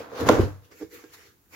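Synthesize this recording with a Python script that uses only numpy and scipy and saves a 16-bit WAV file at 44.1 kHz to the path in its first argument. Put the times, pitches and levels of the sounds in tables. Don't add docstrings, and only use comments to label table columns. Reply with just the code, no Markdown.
import sys
import numpy as np
from scipy import signal
from scipy.fft import rfft, irfft, next_fast_len
from scipy.io import wavfile
from scipy.ndimage import uniform_filter1d

SR = 44100
rng = np.random.default_rng(int(sys.argv[2]) if len(sys.argv) > 2 else 0)


def digitize_waveform(pressure):
    field = np.atleast_2d(pressure).T
    bounded = np.clip(field, -1, 1)
    quanta = np.round(bounded * 32767).astype(np.int16)
    wavfile.write(sys.argv[1], SR, quanta)


N = 68355


# time_s, lid_db, box_db
WALL_SHAKE = [(0, -31.5, -47.5), (.04, -49.5, -50), (.1, -50, -57), (.125, -40, -61), (.165, -35.5, -60.5),
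              (.195, -39.5, -39.5), (.22, -27, -30.5), (.255, -36, -36.5), (.285, -27, -31),
              (.32, -32, -21), (.355, -20, -42), (.385, -33.5, -28), (.43, -35, -36), (.48, -43, -49.5),
              (.58, -65, -66), (0.689, -74.5, -72), (0.729, -55.5, -75), (.8, -69, -80), (1.48, -88, -85),
              (1.545, -61.5, -57)]
# time_s, level_db
DRAG_LEVEL = [(.69, -76.5), (.72, -53), (.78, -62.5), (.9, -71), (.945, -43), (.98, -54.5), (1.01, -57),
              (1.11, -63), (1.28, -61.5), (1.37, -77.5), (1.49, -89.5), (1.55, -66)]
# time_s, level_db
STIR_LEVEL = [(0, -54), (.1, -61.5), (.19, -54), (.225, -34.5), (.27, -26.5), (.34, -28.5), (.44, -32),
              (.55, -51), (.76, -79.5), (.81, -77), (.845, -48), (.89, -65), (1.2, -71.5), (1.3, -67.5),
              (1.38, -77), (1.5, -71.5), (1.55, -60)]
# pitch_hz, width_hz, level_db
LID_WALL_TONES = [(436, 100, 0.5), (431, 77, -1.5), (489, 54, -4.5), (614.5, 14, -3.5), (619, 15, -7)]
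# pitch_hz, width_hz, level_db
BOX_WALL_TONES = [(222, 52, -6), (265, 67, 1.5), (309.8, 42, 4.5)]
# pitch_hz, width_hz, level_db
DRAG_TONES = [(330, 35, -4.5), (352, 23, -4.5), (420, 29, -3), (510, 46, -9)]
# pitch_hz, width_hz, level_db
INSIDE_TONES = [(88, 60, 0), (140, 21, -10.5)]

def judder():
    lid = level(WALL_SHAKE) * shaken(LID_WALL_TONES)
    box = level(WALL_SHAKE, column=2) * shaken(BOX_WALL_TONES)
    drag = level(DRAG_LEVEL) * shaken(DRAG_TONES)
    air = level(STIR_LEVEL) * shaken(INSIDE_TONES)
    return amp(2.5) * (lid + box + drag + air)


def shaken(tones):
    def response(hz):
        return sum((-1) ** k * amp(db) * 1j * hz * width / (pitch ** 2 - hz ** 2 + 1j * hz * width)
                   for k, (pitch, width, db) in enumerate(tones))
    shaking = filtered(slips(per_s=380, spread_db=1, smooth=.78), response)
    return coloured(shaking, [(40, -4), (90, 10), (650, -2.5), (1500, -17)])


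# start_s, body_db, bright_hz, panel_hz, panel_db, boom_db, crack_db
BLOWS = [(0.214, -40.5, 450, 300, -14.5, -42.5, -57), (.267, -36, 700, 390, -13, -37, -35),
         (0.2884, -18.5, 1754, 1096, -3, -43.5, -12), (0.294, -6.5, 840, 607, 0.5, -22.5, -43),
         (0.3163, -28, 900, 520, -15, -39, -39), (0.3946, -13, 324, 350, -0.5, -10.5, -42),
         (0.439, -25.5, 325, 330, -18.5, -22, -44.5)]
# pitch_hz, level_db, fade_s
BOX_RING = [(233.5, -3.5, 0.17), (322, -9, 0.16), (404.2, -9.5, 0.14), (439, -4.5, .12), (511.6, 1, 0.1),
            (554, -17, 0.1), (587, -10.5, 0.037), (694, -22, 0.055), (826, -18.5, 0.053), (988, -16.5, .05),
            (975, -16.5, 0.027), (1195, -14.5, .07), (1316, -12, 0.033), (1486, -11.5, 0.17)]
# pitch_hz, level_db, fade_s
BOOM_TONES = [(46.6, -13.5, 0.17), (77, -4.5, .1), (97.2, -0.5, 0.37), (110.8, 0, .13), (140.6, -11, 0.3)]

def knocks():
    out, t = np.zeros((2, N)), np.arange(N) / SR
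    boom_rise_s, flex_fade_s = .0027, .034
    rise_cycles, fade_cycles = .25, 16
    lead_rad = np.array([[.3], [-.3]])
    boom = sum(np.sin(2 * np.pi * hz * t + lead_rad) * amp(db - 60 * t / fade_s)
               for hz, db, fade_s in BOOM_TONES)
    boom *= 1 - np.exp(-t / boom_rise_s)
    for start_s, body_db, bright_hz, panel_hz, panel_db, boom_db, crack_db in BLOWS:
        cycles = panel_hz * t
        panel = np.sin(2 * np.pi * cycles) * amp(panel_db - 60 * cycles / fade_cycles)
        panel *= 1 - np.exp(-cycles / rise_cycles)
        flex = filtered(noise(CARD_COLOUR), lambda hz: softness(hz, bright_hz))
        flex *= amp(2 - 60 * t / flex_fade_s)
        body = amp(body_db) * (ring(BOX_RING, bright_hz) + flex)
        add(out, start_s, panel + body + amp(boom_db) * boom + amp(crack_db) * crack())
    return out


def ring(tones, bright_hz):
    t = np.arange(N) / SR
    scatter_db, rise_s = 1.2, .00071
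    out = np.zeros(N)
    for k, (hz, db, fade_s) in enumerate(tones):
        fade = amp(db + scatter_db * rng.normal() - 60 * t / fade_s)
        out += (-1) ** k * fade * softness(hz, bright_hz) * np.sin(2 * np.pi * hz * t)
    return out * (1 - np.exp(-t / rise_s))


def softness(hz, bright_hz):
    return 1 / np.hypot(1, (hz / bright_hz) ** 2)


# pitch_hz, level_db
CRACK_COLOUR = [(200, -25.5), (700, 7.5), (1300, 14.5), (2400, -1), (4500, -2.5), (6500, -4), (9000, -15.5),
                (12000, -17), (16000, -19.5)]

def crack():
    t = np.arange(N) / SR
    hold_s, fade_s = .0035, .008
    return noise(CRACK_COLOUR) * amp(-60 * np.maximum(t - hold_s, 0) / fade_s)


# time_s, level_db
SCRAPE_LEVEL = [(0, -47), (.09, -49), (.14, -47), (.205, -36), (.258, -37.5), (.28, -31), (.34, -30.5),
                (.38, -32.5), (.42, -37), (.49, -50), (.6, -67), (.65, -69), (.695, -68.5), (.75, -77)]
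# time_s, level_db
HISS_LEVEL = [(0, -44.5), (.08, -65.5), (.12, -56.5), (.21, -37), (.255, -46), (.275, -34), (.345, -37.5),
              (.378, -48.5), (.41, -40.5), (.48, -58.5), (.6, -80.5), (.648, -58.5), (.695, -72.5),
              (.75, -91.5)]
# pitch_hz, level_db
CARD_COLOUR = [(100, -25), (450, -2), (750, 6), (1100, 6.5), (1550, 1.5), (2200, -8.5), (3000, -20),
               (5000, -23.5), (16000, -78.5)]
# pitch_hz, level_db
FIBRE_COLOUR = [(500, -54.5), (1500, 6.5), (2600, 3.5), (4500, -1.5), (6500, -3.5), (9000, -10),
                (12000, -8.5), (16000, -13.5)]

def rubbing():
    scrape = amp(2.5) * coloured(slips(per_s=1100, spread_db=2, smooth=.8), CARD_COLOUR)
    hiss = amp(7.5) * coloured(slips(per_s=2600, spread_db=2.5, smooth=.83), FIBRE_COLOUR)
    return level(SCRAPE_LEVEL) * scrape + level(HISS_LEVEL) * patchy(hiss)


def slips(per_s, spread_db, smooth):
    jerks = (rng.random(N) < per_s / SR) * amp(spread_db * rng.standard_normal(N))
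    return unit(jerks * rng.standard_normal((2, N))) + smooth * rng.standard_normal((2, N))


def patchy(hiss):
    patch_hz, patch_s, depth_db = 500, .06, 2.5
    hz, t, bands = signal.stft(hiss, SR, nperseg=512)
    patches = rng.standard_normal(bands.shape[1:])
    patches = uniform_filter1d(patches, round(patch_hz / hz[1]), axis=0)
    patches = uniform_filter1d(patches, round(patch_s / t[1]), axis=1)
    bands *= amp(depth_db * unit(patches))
    return unit(signal.istft(bands, nperseg=512)[1][:, :N])


# start_s, ring_db, bright_hz, tick_db
LID_BUMPS = [(.713, -49, 1500, -58.5), (0.802, -42.5, 500, -61), (0.8118, -30, 600, -58),
             (0.8219, -25.5, 648, -50.5), (1.039, -37.5, 1290, -48.5), (1.047, -43.5, 610, -61)]
# pitch_hz, level_db, fade_s
LID_RING = [(290, -35, 0.054), (324, 4.5, 0.091), (378, -9, 0.075), (428.4, 2.5, .12), (480, -12, 0.13),
            (763, -15, .07), (1200, -16.5, .08), (1628, -10.5, 0.13), (2324, -19, 0.066)]

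def taps():
    out = np.zeros((2, N))
    for start_s, ring_db, bright_hz, tick_db in LID_BUMPS:
        add(out, start_s, amp(ring_db) * ring(LID_RING, bright_hz) + amp(tick_db) * crack())
    low_cut_hz = 233
    thin = filtered(out, lambda hz: (1j * hz / (low_cut_hz + 1j * hz)) ** 2)
    return lean_right(thin, db=1.5)


# time_s, rasp_db, hiss_db
BRUSH_LEVEL = [(.695, -77, -90.5), (.72, -54.5, -73), (.755, -64.5, -66), (.79, -58.5, -60.5),
               (.83, -55, -69.5), (.89, -78, -75), (.915, -59, -63), (.945, -53, -53), (1.01, -58, -70),
               (1.075, -64.5, -74.5), (1.115, -62, -71.5), (1.142, -48, -55), (1.165, -58, -69),
               (1.27, -58.5, -72), (1.35, -78, -84), (1.49, -77.5, -73.5), (1.54, -51.5, -58)]
# pitch_hz, level_db
RASP_COLOUR = [(300, -25), (650, -4.5), (1100, -1), (1650, 3.5), (2350, 0.5), (3400, -7), (4500, -6),
               (6500, -8), (9000, -13), (16000, -21.5)]
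# pitch_hz, level_db
FINE_COLOUR = [(2000, -30), (5500, -14), (7500, -1), (9000, -14.5), (11000, -3.5), (14000, -0.5),
               (16000, -8)]

def brushing():
    rasp = level(BRUSH_LEVEL) * patchy(noise(RASP_COLOUR))
    hiss = level(BRUSH_LEVEL, column=2) * noise(FINE_COLOUR)
    return amp(3.5) * (rasp + hiss)


# pitch_hz, fade_s
ECHO_FADE = [(100, 0.16), (400, 0.2), (2000, .27), (12000, 0.53)]

def room_echo(sound):
    hz, t, bands = signal.stft(rng.standard_normal((2, SR // 2)), SR, nperseg=256)
    bands *= amp(-60 * t / along(ECHO_FADE, hz)[:, None])
    tail = signal.istft(bands, SR, nperseg=256)[1]
    tail /= np.linalg.norm(tail[0])
    tail = np.pad(tail, ((0, 0), (SR // 250, 0)))
    return signal.fftconvolve(sound, tail, axes=1)[:, :N]


# pitch_hz, level_db
BACKGROUND_COLOUR = [(25, -5.5), (75, 5), (180, -7), (330, -4), (700, -35), (1500, -28.5), (4000, -29),
                     (16000, -21.5)]

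def background():
    return amp(-62) * noise(BACKGROUND_COLOUR)


# pitch_hz, likeness
STEREO_LIKENESS = [(100, 0.66), (500, .85), (1100, 0.053), (3000, 0.081), (12000, 0.039)]

def coloured(pair, colour):
    def response(hz):
        angle = np.arccos(np.clip(along(STEREO_LIKENESS, hz), -1, 1)) / 2
        return amp(along(colour, hz)) * [np.cos(angle), np.sin(angle)]
    mid, side = filtered(pair, response)
    return unit(np.array([mid + side, mid - side]))


def noise(colour):
    return coloured(rng.standard_normal((2, N)), colour)


def amp(db):
    return 10 ** (np.asarray(db) / 20)


def unit(x):
    return x / np.sqrt(np.mean(x ** 2) + 1e-20)


def along(points, hz):
    pitches, values = np.transpose(points)
    return np.interp(np.log(hz + 1), np.log(pitches + 1), values)


def level(rows, column=1):
    columns = np.transpose(rows)
    return amp(np.interp(np.arange(N) / SR, columns[0], columns[column]))


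def filtered(x, response):
    size = next_fast_len(N + SR // 2)
    return irfft(rfft(x, size) * response(np.fft.rfftfreq(size, 1 / SR)), size)[..., :N]


def add(track, start_s, sound):
    i = round(start_s * SR)
    track[..., i:] += sound[..., :N - i]


def lean_right(sound, db):
    return sound * amp([[-db], [db]])


def scene():
    card = judder() + knocks() + rubbing() + brushing() + taps()
    return lean_right(card + amp(-7.5) * room_echo(card), db=.5) + background()


# pitch_hz, gain_db
MIC_COLOUR = [(20, -38.5), (42, -5), (7300, 0.5), (8100, -8.5), (9500, -2), (16000, 1)]

def record(dry):
    heard = filtered(dry, lambda hz: amp(along(MIC_COLOUR, hz)))
    return filtered(np.clip(heard, -1, 1), lambda hz: hz < 16000)


dry = scene()
out = record(dry)
digitize_waveform(out)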